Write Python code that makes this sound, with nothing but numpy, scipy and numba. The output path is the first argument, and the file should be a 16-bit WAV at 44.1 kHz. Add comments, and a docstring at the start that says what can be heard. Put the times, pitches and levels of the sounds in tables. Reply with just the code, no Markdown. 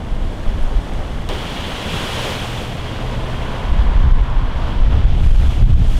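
"""Storm surf on a concrete sea wall, heard first from far off, then abruptly from beside the wall,
where a wave bursts, rains back and drains before the next one hits. Clouds of trapped air roar,
foam fizzes and spray patters. A distant motor and tyres on the shore road hum behind the backwash.
Gusts buffet the microphone and drive its limiter, so the sea ducks under the biggest swings."""
import sys
import numpy as np
from scipy import signal
from scipy.fft import rfft, irfft, next_fast_len
from scipy.io import wavfile
from scipy.ndimage import uniform_filter1d, map_coordinates
from numba import njit

SR = 44100
rng = np.random.default_rng(int(sys.argv[2]) if len(sys.argv) > 2 else 0)


def store_wav(level_fs):
    """Save 16-bit WAV to argv[1]."""
    pcm = np.round(np.clip(np.atleast_2d(level_fs), -1, 1) * 32767)
    wavfile.write(sys.argv[1], SR, pcm.T.astype(np.int16))


N = 264159
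TIME = np.arange(N) / SR

# The four voices of white water, low to high. Each row: frequency in Hz, relative level in dB.
ROAR_SPECTRUM = [(120, -12), (280, -3), (500, 4), (750, 0), (1100, -8.5), (1600, -11.5), (2500, -18.5),
                 (5000, -79)]
FOAM_SPECTRUM = [(400, -5), (1000, 4.5), (1700, -1), (2500, 0), (3500, -2.5), (4500, -9), (6500, -19),
                 (12000, -29)]
SPRAY_SPECTRUM = [(2500, -2.5), (4500, 1.5), (6500, 0.5), (9500, -4), (12500, -13), (16000, -31)]
MIST_SPECTRUM = [(5000, -22), (9000, -1), (12000, -1.5), (14000, 0), (16000, -12)]

def surf():
    """Air trapped by the breakers roars; foam fizzes as it bursts; thrown spray hisses back down."""
    roar_db, foam_db = wash_db("roar"), wash_db("foam")
    spray_db = wash_db("spray", fall_s=0.24)  # spray settles sooner than foam
    slosh = walk(21.55)  # sheets of water land unevenly and move roar, foam and spray together
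    roar = noise() + 0.62 * bubbles(200, 2223, cycles=12.6, spread_db=1.5, count=7000)
    roar = colour(roar, ROAR_SPECTRUM)
    foam = noise() + 0.42 * bubbles(810, 6720, cycles=12, spread_db=2, count=24000)
    foam = colour(foam, FOAM_SPECTRUM)
    spray = noise() + 0.5 * bubbles(4600, 11800, cycles=5.1, spread_db=-1, count=26000)
    spray = colour(spray, SPRAY_SPECTRUM)
    # the finest hiss only carries when the spray is dense and near
    mist_db = spray_db - 11.5 + np.interp(spray_db, [-60, -46.5], [-9, 0])
    return (roar * undb(roar_db + 0.18 * slosh + 0.31 * walk(35))
            + foam * undb(foam_db + 0.34 * slosh + 0.4 * walk(60))
            + spray * undb(spray_db + 0.31 * slosh + 0.38 * walk(80))
            + colour(noise(), MIST_SPECTRUM) * undb(mist_db))


# One far breaker, then the surges of two waves at the wall. Each row: time of full strength,
# hold and rise in seconds, then the levels of roar, foam and spray in dB.
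SURGES = [(0.49, 0.79, .4, -37, -43.5, -54.5), (1.286, 0.42, .05, -35, -32, -45.5),
          (1.957, 0.34, 0.22, -32, -28.5, -39), (2.25, 0.36, .1, -37.5, -35.5, -45),
          (2.89, 0.69, 0.3, -33, -38.5, -51.5), (3.756, 0.13, .1, -38, -42, -66),
          (4.573, 0.11, .06, -35.5, -40, -59.5), (4.93, 0.11, .05, -37, -41.5, -65),
          (5.25, 0.26, 0.091, -40.5, -41.5, -48.5), (5.966, .1, 0.18, -56, -42, -44.5)]
FAR_WASH_DB, NEAR_WASH_DB = (-37, -46, -54.5), (-37, -42, -59)  # steady roar, foam, spray
CLOSE_S = 1.289  # from here on the microphone is beside the wall

def wash_db(layer, fall_s=0.28):
    """Level of one layer of surf: the surges in earshot swell and die away over a steady wash."""
    column = ("roar", "foam", "spray").index(layer)
    surges = [(start, hold, rise, levels[column]) for start, hold, rise, *levels in SURGES]
    far = summed_db(FAR_WASH_DB[column], surges[:1], fall_s)
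    near = summed_db(NEAR_WASH_DB[column], surges[1:], fall_s)
    return np.where(TIME < CLOSE_S, far, near)


# Slabs of water landing on the wall, close by.
# Each row: start in seconds, level in dB, pitch of the trapped air in Hz, decay in seconds.
SLAMS = [(1.291, -20.5, 426, 0.043), (1.925, -22, 169, 0.038), (2.17, -28, 487, 0.096),
         (2.25, -26.5, 460, 0.079), (4.9, -29.5, 844, 0.076)]

def slams():
    """A falling slab traps a pocket of air, which booms briefly."""
    out = np.zeros(N)
    for start, db, hz, decay in SLAMS:
        age = np.maximum(TIME - start, 0)
        pocket = unit(resonate(resonate(noise(), hz, 0.75 * hz), hz, hz))
        attack = 1 - np.exp(-age / 0.0047)
        out += undb(db) * pocket * attack * np.exp(-age / decay)
    return out


# The low end of the sea at the wall. Each row: frequency in Hz, relative level in dB.
RUMBLE_SPECTRUM = [(25, -19), (50, -5.5), (78, 5), (110, 0.5), (170, 0), (250, -3), (400, -12.5),
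                   (900, -53)]

def swell():
    """The mass of water heaving against the wall rumbles, more as the breakers roar."""
    excess_roar_db = wash_db("roar") + 32
    return colour(noise(), RUMBLE_SPECTRUM) * undb(-28.5 + 0.39 * excess_roar_db)


# Two faint, bright ticks, then a sharp click where the sound cuts abruptly to beside the wall.
# Each row: start in seconds, peak level in dB, pitch in Hz, bandwidth in Hz.
TICKS = [(.629, -35, 9500, 4000), (0.936, -34, 6500, 4000), (1.29, -16.5, 3960, 10100)]

def ticks():
    """Each is one short, bright burst of noise."""
    out = np.zeros(N)
    for start, db, hz, width in TICKS:
        age = np.maximum(TIME - start, 0)
        burst = noise() * (age > 0) * np.exp(-age / 0.00076)
        tick = resonate(resonate(burst, hz, width), hz, width)
        out += undb(db) * tick / np.abs(tick).max()
    return out


# Wind on the microphone itself. 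Each row: frequency in Hz, relative level in dB.
BUFFET_SPECTRUM = [(8, -11), (20, 2), (35, -1), (60, -7), (90, -18), (140, -26.5), (250, -33), (500, -51.5),
                   (1500, -114)]
# Each row: time of full strength in seconds, hold in seconds, buffeting in dB, fast flutter in dB.
GUSTS = [(0.142, 0.14, -17, -48), (0.453, 0.33, -19, -42), (.94, 0.072, -18.5, -41),
         (1.122, 0.26, -22.5, -38), (3.036, 0.51, -23.5, -44), (3.704, .2, -11, -44), (3.971, .24, -8, -37),
         (4.338, 0.12, -11.5, -44), (4.557, 0.13, -16.5, -44), (4.795, 0.19, -10.5, -32),
         (5.062, 0.43, -11.5, -17), (5.618, 0.18, -6.5, -12), (5.88, 0.074, -9.5, -35)]
# Single thumps on the diaphragm. Each row: centre in seconds, peak level in dB, half-width in seconds.
EDDIES = [(0.131, -8.5, 0.0071), (0.486, -5, 0.012), (0.639, -6, 0.013), (0.765, -4.5, 0.0071),
          (3.812, -6, 0.0061), (4.129, 1.5, 0.0079), (4.827, -3, 0.0065), (5.059, 2.5, 0.0056),
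          (5.279, 1, 0.0064), (5.322, 2.5, 0.007), (5.368, 0.5, 0.0082), (5.648, 3.5, 0.0069)]
GUST_RISE_S, GUST_FALL_S = 0.044, 0.04
BREEZE_DB, BREEZE_FLUTTER_DB = -29.5, -36.5  # between the gusts

def wind():
    """Turbulence pushes the diaphragm; an eddy is one pressure swing with a rebound on each side."""
    buffets = [(start, hold, GUST_RISE_S, db) for start, hold, db, _ in GUSTS]
    flutters = [(start, hold, GUST_RISE_S, db) for start, hold, _, db in GUSTS]
    buffet = steady(colour(noise(), BUFFET_SPECTRUM))
    flutter_spectrum = [(30, -36), (65, 6.5), (100, -2), (160, -10), (280, -26.5), (700, -68)]
    flutter = steady(colour(noise(), flutter_spectrum))
    out = buffet * undb(summed_db(BREEZE_DB, buffets, GUST_FALL_S))
    out += flutter * undb(summed_db(BREEZE_FLUTTER_DB, flutters, GUST_FALL_S))
    for centre, db, half_width in EDDIES:
        offset = (TIME - centre) / half_width
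        core = np.exp(-offset ** 2 / 2)
        out = out * (1 - core) + undb(db) * (1 - offset ** 2) * core
    return out


MOTOR_HZ, MOTOR_DB = 120.5, -32
CAR_DB, ROAD_DB = -33, -43.5  # one passing car, and other tyres ahead of it

def traffic():
    """A far motor drones on one slightly wandering note while tyres sing on the shore road."""
    motor_hz = MOTOR_HZ * (1 + 0.0051 * walk(6.5))
    phase = 2 * np.pi * np.cumsum(motor_hz) / SR
    motor = unit(np.sin(phase) + undb(-19.5) * np.sin(2 * phase))
    drone = undb(MOTOR_DB) * envelope(2.15, hold=3.7, rise=0.058, fall=0.7)
    tread = colour(noise(), [(500, -12), (820, -6.5), (950, -1), (1080, -2.5),
                             (1230, -10.5), (1550, -10.5), (2100, -17.5), (4000, -42)])
    arrival_s = 3.51
    car = undb(CAR_DB) * envelope(arrival_s, hold=1.18, rise=0.51, fall=0.21)
    road = undb(ROAD_DB) * (TIME < arrival_s)
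    return motor * drone * undb(1.8 * walk(19)) + tread * np.maximum(car, road)


def bubbles(low_hz, high_hz, cycles, spread_db, count):
    """Bubbles born at random with uneven strengths; small ones ring higher and shorter."""
    when, pitch, life, strength = rng.random((count, 4)).T
    hz = low_hz * (high_hz / low_hz) ** pitch
    gain = undb(-spread_db * np.log(1 - 0.995 * strength)) * hz ** 1.5
    starts = (when * N).astype(np.int64)
    return unit(ring(starts, hz, cycles * (0.5 + life), gain, glide=0.2))


@njit
def ring(start, hz, cycles, gain, glide):
    """A sum of dying sines; each rises in pitch by the share `glide` while it lasts."""
    out = np.zeros(N)
    for k in range(len(start)):
        length = int(cycles[k] * SR / hz[k]) + 2
        step = np.exp(2j * np.pi * hz[k] / SR - 5 / length)
        bend = np.exp(2j * np.pi * hz[k] / SR * glide / length)
        phasor = gain[k] + 0j
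        for i in range(start[k], min(start[k] + length, N)):
            out[i] += phasor.imag
            phasor *= step
            step *= bend
    return out


def envelope(start, hold, rise, fall):
    """Exponential rise to 1 at `start`, a hold, an exponential fall; all in seconds."""
    return np.exp(np.minimum(TIME - start, 0) / rise - np.maximum(TIME - start - hold, 0) / fall)


def summed_db(floor_db, events, fall):
    """Level of (start, hold, rise, dB) events over a floor; their powers add."""
    power = sum((undb(db) * envelope(start, hold, rise, fall)) ** 2 for start, hold, rise, db in events)
    return 10 * np.log10(undb(floor_db) ** 2 + power)


def colour(x, points):
    """Filter by a curve of (Hz, dB) points, falling away above the last one; rms 1."""
    hz, db = np.transpose(points)
    size = next_fast_len(N)
    freq = np.maximum(np.fft.rfftfreq(size, 1 / SR), 1)
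    gain = undb(np.interp(np.log(freq), np.log(hz), db)) / np.maximum(freq / hz[-1], 1) ** 2
    return unit(irfft(rfft(x, size) * gain, size)[:N])


def resonate(x, hz, width_hz):
    """One resonance, gain 1 at its centre."""
    return signal.lfilter(*signal.iirpeak(hz, hz / width_hz, fs=SR), x)


def noise():
    """White noise."""
    return rng.standard_normal(N)


def walk(rate):
    """Smooth chance that changes `rate` times a second; spread near 1."""
    knots = rng.standard_normal(2048)
    return 1.1 * map_coordinates(knots, [TIME * rate], order=3, mode="wrap")


def undb(db):
    """Decibels to gain."""
    return 10 ** (np.asarray(db) / 20)


def unit(x):
    """Scale to rms 1."""
    return x / np.sqrt(np.mean(x ** 2))


def steady(x):
    """Hold the running rms near 1, so that an envelope alone sets the strength."""
    return x / np.sqrt(uniform_filter1d(x ** 2, size=3500))


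@njit
def follow(x, attack_s, release_s):
    """Peak follower: rises quickly, lets go slowly."""
    out, level = np.empty(len(x)), 0.0
    for i in range(len(x)):
        gap = abs(x[i]) - level
        level += gap / (SR * (attack_s if gap > 0 else release_s))
        out[i] = level
    return out


def scene():
    """Sea, traffic and wind at one microphone on the shore."""
    return (surf() + slams() + swell() + ticks() + traffic() + wind())[None]


# The microphone's body rings near 3 kHz. Each row: frequency in Hz, bandwidth in Hz, level in dB.
MIC_RESONANCES = [(2980, 390, -5), (3290, 280, -2.5)]
THRESHOLD, CEILING, TOP_HZ = 0.71, 0.7, 15720  # threshold and ceiling as shares of full scale

def record(dry):
    """The microphone rings, a limiter ducks under big swings, and the highest treble is cut."""
    mic = dry + sum(undb(db) * resonate(dry, hz, width) for hz, width, db in MIC_RESONANCES)
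    peak = follow(mic[0], attack_s=0.001, release_s=0.046)
    limited = mic * uniform_filter1d(THRESHOLD / np.maximum(peak, THRESHOLD), size=32)
    clipped = limited / (1 + (limited / CEILING) ** 10) ** (1 / 10)  # overshoots are flattened
    return signal.sosfilt(signal.ellip(10, 0.1, 80, TOP_HZ, fs=SR, output="sos"), clipped)


dry = scene()
out = record(dry)
store_wav(out)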